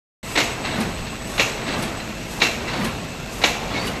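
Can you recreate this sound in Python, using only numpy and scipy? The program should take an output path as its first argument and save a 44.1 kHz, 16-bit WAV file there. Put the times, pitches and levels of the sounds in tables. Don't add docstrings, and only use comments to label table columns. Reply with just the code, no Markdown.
import sys
import numpy as np
from scipy import signal
from scipy.fft import rfft, irfft
from scipy.io import wavfile
from scipy.ndimage import uniform_filter1d

SR = 44100
rng = np.random.default_rng(int(sys.argv[2]) if len(sys.argv) > 2 else 0)


def output_pcm(signal):
    pcm = np.clip(np.atleast_2d(signal).T, -1, 1) * 32767
    wavfile.write(sys.argv[1], SR, np.round(pcm).astype(np.int16))


N = 176400

# pitch_hz, level_db
MOTOR_HUM = [(50, -45.5), (224, -44), (646, -49)]
# time_s, level_db
WHINE_LEVELS = [(.25, -43), (.35, -41), (.45, -46), (1.0, -47), (1.7, -47), (2.2, -53.5), (3.0, -55),
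                (4.0, -57)]
# centre_hz, width_hz, level_db
BUZZ_BANDS = [(2650, 340, -47.5), (4200, 340, -57)]
# pitch_hz, t60_s, level_db
FRAME_MODES = [(280, .12, -4), (646, .25, -8), (1360, .25, -8), (1980, .15, -4), (2163, .15, -6),
               (2293, .18, -5), (2618, .35, -1), (2720, .2, -2), (2805, .28, -3), (3335, .25, -9),
               (3757, .3, -7), (4060, .2, -5), (5502, .2, -17), (6534, .3, -14)]
# start_s, level_db, decay_s, guide_hz, guide_db
RAIL_SLAPS = [(.3738, -1.3, .013, 2200, -4), (1.3958, .2, .014, 2400, -5), (2.4167, .2, .016, 3950, 0),
              (3.4376, .3, .011, 3900, -1)]
# start_s, level_db
FLAP_FLICKS = [(.27, -24), (.31, -22), (.351, -14), (.3565, -7), (.383, -6), (.3994, -5.5), (.409, -9.5),
               (1.3775, -8.5), (1.389, -12), (1.413, -8), (2.400, -12), (2.409, -14), (2.431, -7),
               (2.449, -10), (2.4644, -11), (3.4146, -15), (3.423, -15), (3.442, -5), (3.473, -12)]
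# start_s, level_db
ROLLER_KNOCKS = [(.648, -2), (.708, -3), (.808, 0), (.985, -8), (1.066, -4), (1.575, -6), (1.615, -7),
                 (1.677, 1), (1.722, -1), (1.828, -2), (1.875, -5), (1.998, -5), (2.678, 0), (2.73, -2),
                 (2.848, 0), (2.872, -4), (3.756, -3), (3.775, -4), (3.872, -3), (3.955, -6)]
# start_s, length_s, pitch_hz, level_db
SHEET_THUMPS = [(.77, .04, 235, -24.5), (.85, .03, 165, -32), (.95, .07, 50, -32), (1.675, .025, 370, -31),
                (1.815, .035, 200, -29), (2.76, .1, 222, -28), (3.825, .03, 235, -33)]
# start_s, level_db
TAIL_SNAPS = [(.803, -2), (1.822, 1), (2.843, 0), (3.866, -2)]
# start_s, length_s, pitch_hz, level_db
GUIDE_SQUEAKS = [(1.715, .015, 4560, -41), (1.815, .012, 4560, -40), (2.668, .02, 2050, -35),
                 (2.725, .018, 2200, -35), (2.725, .06, 4549, -43.5), (2.785, .05, 4549, -41.5),
                 (3.747, .022, 2202, -27.5), (3.768, .016, 3758, -37), (3.79, .032, 4549, -35),
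                 (3.835, .055, 4549, -43), (3.868, .016, 2900, -35)]

# frequency_hz, gain_db
BELT_SPECTRUM = [(20, -14), (33, -7), (48, -2), (65, -6), (95, -6), (135, -4), (220, -6), (330, -10.5),
                 (650, -13.5), (1000, -18), (1500, -20.5), (2200, -20), (2700, -20), (3200, -24),
                 (4100, -23.5), (5000, -26.5), (6800, -26.5), (8000, -30), (9800, -44), (12000, -33)]
HISS_SPECTRUM = [(250, -2), (900, 0), (1500, -3), (2400, -2), (4000, -2), (6500, 0), (8500, -3),
                 (10000, -8), (12000, -2)]
SCRAPE_SPECTRUM = [(200, -15), (800, -4), (1500, -4), (2600, 2), (3300, -4), (4800, -5), (6600, -2),
                   (8000, -10), (9500, -20), (12000, -12)]
RUB_SPECTRUM = [(200, -8), (600, 0), (1000, 0), (1400, -3), (2100, 1), (3100, -5), (4000, -2), (5000, -9),
                (7000, -17), (10000, -32)]
FLEX_SPECTRUM = [(100, -22), (220, -8), (350, -1), (650, 0), (950, -2), (1400, -10), (3000, -22),
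                 (8000, -40)]
RUMBLE_SPECTRUM = [(30, -17), (70, -4), (110, -1), (230, 1.5), (400, -4), (700, -5.5), (1300, -12),
                   (2000, -14), (2800, -17), (4500, -25), (7000, -30), (12000, -42)]
SLAP_SPECTRUM = [(60, -25), (150, -14), (260, 0), (450, 1), (700, .5), (1000, -1.5), (1400, -4.5),
                 (2150, 2), (2750, 1), (3200, -5), (4100, -1), (5000, -11), (7000, -13), (9000, -32),
                 (12000, -31)]
KNOCK_SPECTRUM = [(100, -20), (300, -5), (700, -1), (1400, -3), (2000, 3), (2700, 0), (3100, -5), (4000, 0),
                  (5000, -10), (7000, -17), (10000, -32)]
SNAP_SPECTRUM = [(300, -12), (900, 0), (1500, 1), (2900, 0), (4500, -5), (7000, -4), (10000, -4),
                 (12000, -4)]
HALL_SPECTRUM = [(60, -14), (250, 0), (400, 2), (700, 1), (1000, -1), (1400, -3), (2400, 1.5), (3200, -6),
                 (4000, -5), (5000, -12), (7000, -14), (9000, -29), (12000, -25)]

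# offset_from_slap_s, attack_s, hold_s, release_s, level_db
APPROACH_STAGE = (-.16, .06, .09, .03, -36.5)
FLEX_STAGE = (-.14, .11, .45, .075, -35)
SCRAPE_STAGE = (.003, .01, .02, .066, -24.5)
ROLL_STAGE = (.16, .2, .1, .16, -27.5)
FEED_STAGE = (.245, .03, .07, .11, -32.8)
RATTLE_STAGE = (.26, .02, .16, .1, -36.5)
EXIT_STAGE = (.35, .05, .03, .09, -38.5)

TIME_S = np.arange(N) / SR


def undb(db):
    return 10 ** (np.asarray(db) / 20)


def unit_rms(x):
    return x / np.sqrt(np.mean(x ** 2))


def unit_energy(x):
    return x / np.sqrt(np.sum(x ** 2))


def decay(t, t60_s):
    return np.exp(-np.log(1000) * t / t60_s)


def add(out, start_s, x):
    i = int(start_s * SR)
    out[i:i + len(x)] += x[:N - i]


def colour(x, spectrum, size=8192):
    hz, db = np.array(spectrum, float).T
    bins_hz = np.maximum(np.fft.rfftfreq(size, 1 / SR), 1)
    gain = undb(np.interp(np.log(bins_hz), np.log(hz), db))
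    cepstrum = irfft(np.log(gain))
    cepstrum[1:size // 2] *= 2
    cepstrum[size // 2 + 1:] = 0
    return signal.fftconvolve(x, irfft(np.exp(rfft(cepstrum))))[:len(x)]


def drift(rate_hz):
    span = max(int(SR / rate_hz), 2)
    steps = np.repeat(rng.standard_normal(N // span + 1), span)
    return unit_rms(uniform_filter1d(uniform_filter1d(steps, span), span)[:N])


def contact_noise(spectrum, rate_hz, spread_db):
    hits = rng.random(N) < rate_hz / SR
    sizes = undb(spread_db * rng.standard_normal(N))
    signs = np.sign(rng.standard_normal(N))
    return unit_rms(colour(hits * signs * sizes, spectrum))


def passage(stage):
    offset_s, attack_s, hold_s, release_s, level_db = stage
    power = np.zeros(N)
    for slap_s, *_ in RAIL_SLAPS:
        age_s = TIME_S - slap_s - offset_s
        rise = np.clip(age_s / attack_s, 0, 1)
        fall = np.exp(-np.maximum(age_s - attack_s - hold_s, 0) / release_s)
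        power += (rise * fall) ** 2
    return undb(level_db) * np.sqrt(power)


def frame_ring():
    t = np.arange(SR // 2) / SR
    modes = (undb(db) / np.sqrt(t60_s) * decay(t, t60_s) * np.sin(2 * np.pi * (hz * t + rng.random()))
             for hz, t60_s, db in FRAME_MODES)
    return unit_energy(sum(modes))


def frame_drone(level_db):
    ring = signal.fftconvolve(rng.standard_normal(N), frame_ring(), mode="same")
    return undb(level_db) * unit_rms(ring)


def belts(level_db=-31.5):
    running = contact_noise(BELT_SPECTRUM, rate_hz=6000, spread_db=3) + frame_drone(-16)
    return undb(level_db + .6 * drift(18)) * running


def running_tone(hz, wander_hz, flutter_db):
    cycles = np.cumsum(hz + wander_hz * drift(30)) / SR
    return unit_rms(np.sin(2 * np.pi * cycles) * undb(flutter_db * drift(25)))


def motors():
    return sum(undb(db) * running_tone(hz, wander_hz=3, flutter_db=3) for hz, db in MOTOR_HUM)


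def drive(whine_hz=8000, sideband_hz=7811, sideband_db=-11):
    whine = running_tone(whine_hz, wander_hz=11, flutter_db=1.5)
    whine = unit_rms(whine * undb(3.5 * drift(90)))
    sideband = undb(sideband_db) * running_tone(sideband_hz, wander_hz=8, flutter_db=3)
    level_db = np.interp(TIME_S, *np.array(WHINE_LEVELS).T)
    return undb(level_db) * (whine + sideband)


def chink(hz, t60_s):
    t = np.arange(SR // 4) / SR
    return unit_energy(np.sin(2 * np.pi * min(hz, SR / 4) * t) * decay(t, t60_s))


def rattle(count, spread_db, centre_hz=2100, median_t60_s=.065):
    out = np.zeros(N)
    starts_s = rng.random(count) * (N - 1) / SR
    for start_s, (octaves, stretch, size) in zip(starts_s, rng.uniform(-1, 1, (count, 3))):
        gain = undb(spread_db * size) / 2 ** (octaves / 2)
        add(out, start_s, gain * chink(centre_hz * 2 ** octaves, median_t60_s * 2 ** stretch))
    return unit_rms(out)


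def fittings(idle_db=-43.5):
    buzz = np.zeros(N)
    for hz, width_hz, db in BUZZ_BANDS:
        baseband = drift(width_hz) + 1j * drift(width_hz)
        band = np.real(baseband * np.exp(2j * np.pi * hz * TIME_S))
        buzz += undb(db) * unit_rms(band * undb(2 * drift(12)))
    idle = undb(idle_db) * rattle(count=600, spread_db=6)
    loaded = passage(RATTLE_STAGE) * rattle(count=700, spread_db=7)
    return buzz + idle + loaded


def sliding():
    hiss = contact_noise(HISS_SPECTRUM, rate_hz=7000, spread_db=3) * undb(1.2 * drift(50))
    hiss *= passage(APPROACH_STAGE) + passage(EXIT_STAGE)
    scrape = contact_noise(SCRAPE_SPECTRUM, rate_hz=4000, spread_db=3) + frame_drone(-7)
    rub = contact_noise(RUB_SPECTRUM, rate_hz=2000, spread_db=4) + frame_drone(-8)
    rub *= undb(1.5 * drift(45))
    return hiss + scrape * passage(SCRAPE_STAGE) + rub * passage(FEED_STAGE)


def rollers():
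    rumble = contact_noise(RUMBLE_SPECTRUM, rate_hz=4000, spread_db=2) * undb(.7 * drift(25))
    flex = contact_noise(FLEX_SPECTRUM, rate_hz=1500, spread_db=3)
    return rumble * passage(ROLL_STAGE) + flex * passage(FLEX_STAGE)


def buckle(decay_s, attack_s):
    t = np.arange(SR // 8) / SR
    envelope = (1 - np.exp(-t / attack_s)) * np.exp(-t / decay_s)
    return unit_energy(np.sign(rng.standard_normal(len(t))) * envelope)


def struck(force, spectrum, ring_db, hall_db, hall_t60_s=.85):
    t = np.arange(SR) / SR
    crack = unit_energy(colour(signal.unit_impulse(SR), spectrum))
    echoes = rng.standard_normal(SR) * (1 - np.exp(-t / .012)) * decay(t, hall_t60_s)
    response = crack + undb(hall_db) * unit_energy(colour(echoes, HALL_SPECTRUM))
    add(response, 0, undb(ring_db) * frame_ring())
    return signal.fftconvolve(force, response)[:N]


def impacts(rail_gain_db=14.6, guide_gain_db=5, roller_gain_db=-.5):
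    rail_force, roller_force, guide_ring = np.zeros((3, N))
    for start_s, db, decay_s, guide_hz, guide_db in RAIL_SLAPS:
        add(rail_force, start_s, undb(rail_gain_db + db) * buckle(decay_s, attack_s=.001))
        modes_hz = guide_hz * (1 + .06 * rng.standard_normal(6))
        cluster = sum(rng.choice([-1, 1]) * chink(hz, t60_s=.07) for hz in modes_hz)
        add(guide_ring, start_s, undb(guide_gain_db + guide_db) * unit_energy(cluster))
    for start_s, db in FLAP_FLICKS:
        add(rail_force, start_s, undb(rail_gain_db + db) * buckle(decay_s=.009, attack_s=.004))
    for start_s, db in ROLLER_KNOCKS:
        add(roller_force, start_s, undb(roller_gain_db + db) * buckle(decay_s=.012, attack_s=.004))
    slaps = struck(rail_force, SLAP_SPECTRUM, ring_db=-9, hall_db=-6.5)
    knocks = struck(roller_force, KNOCK_SPECTRUM, ring_db=-6, hall_db=-8)
    return guide_ring + slaps + knocks


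def brief_tones(events, attack_s, release_s, waver_hz, rough_db):
    out = np.zeros(N)
    detune_hz = waver_hz * drift(160)
    roughness = undb(rough_db * drift(200))
    for start_s, length_s, hz, db in events:
        cycles = np.cumsum(hz + detune_hz) / SR + rng.random()
        tone = unit_rms(np.sin(2 * np.pi * cycles) * roughness)
        rise = np.clip((TIME_S - start_s) / attack_s, 0, 1)
        fall = np.exp(-np.maximum(TIME_S - start_s - length_s, 0) / release_s)
        out += undb(db) * tone * rise * fall
    return out


def thumps():
    return brief_tones(SHEET_THUMPS, attack_s=.02, release_s=.022, waver_hz=32, rough_db=3)


def snaps(attack_s=.002, decay_s=.022):
    out, t = np.zeros(N), np.arange(SR // 4) / SR
    envelope = (1 - np.exp(-t / attack_s)) * np.exp(-t / decay_s)
    for start_s, db in TAIL_SNAPS:
        burst = rng.standard_normal(len(t)) * envelope
        add(out, start_s, undb(db) * unit_energy(colour(burst, SNAP_SPECTRUM)))
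    return out


def squeaks():
    return brief_tones(GUIDE_SQUEAKS, attack_s=.012, release_s=.024, waver_hz=18, rough_db=2.5)


def scene():
    machine = belts() + motors() + drive() + fittings()
    blanks = impacts() + snaps() + sliding() + rollers() + thumps() + squeaks()
    return (machine + blanks)[None]


def record(dry, start_s=.229, fade_s=.002, cutoff_hz=12300):
    gate = np.clip((TIME_S - start_s) / fade_s, 0, 1)
    lowpass = signal.ellip(10, .2, 80, cutoff_hz, fs=SR, output="sos")
    return signal.sosfilt(lowpass, dry * gate)


dry = scene()
out = record(dry)
output_pcm(out)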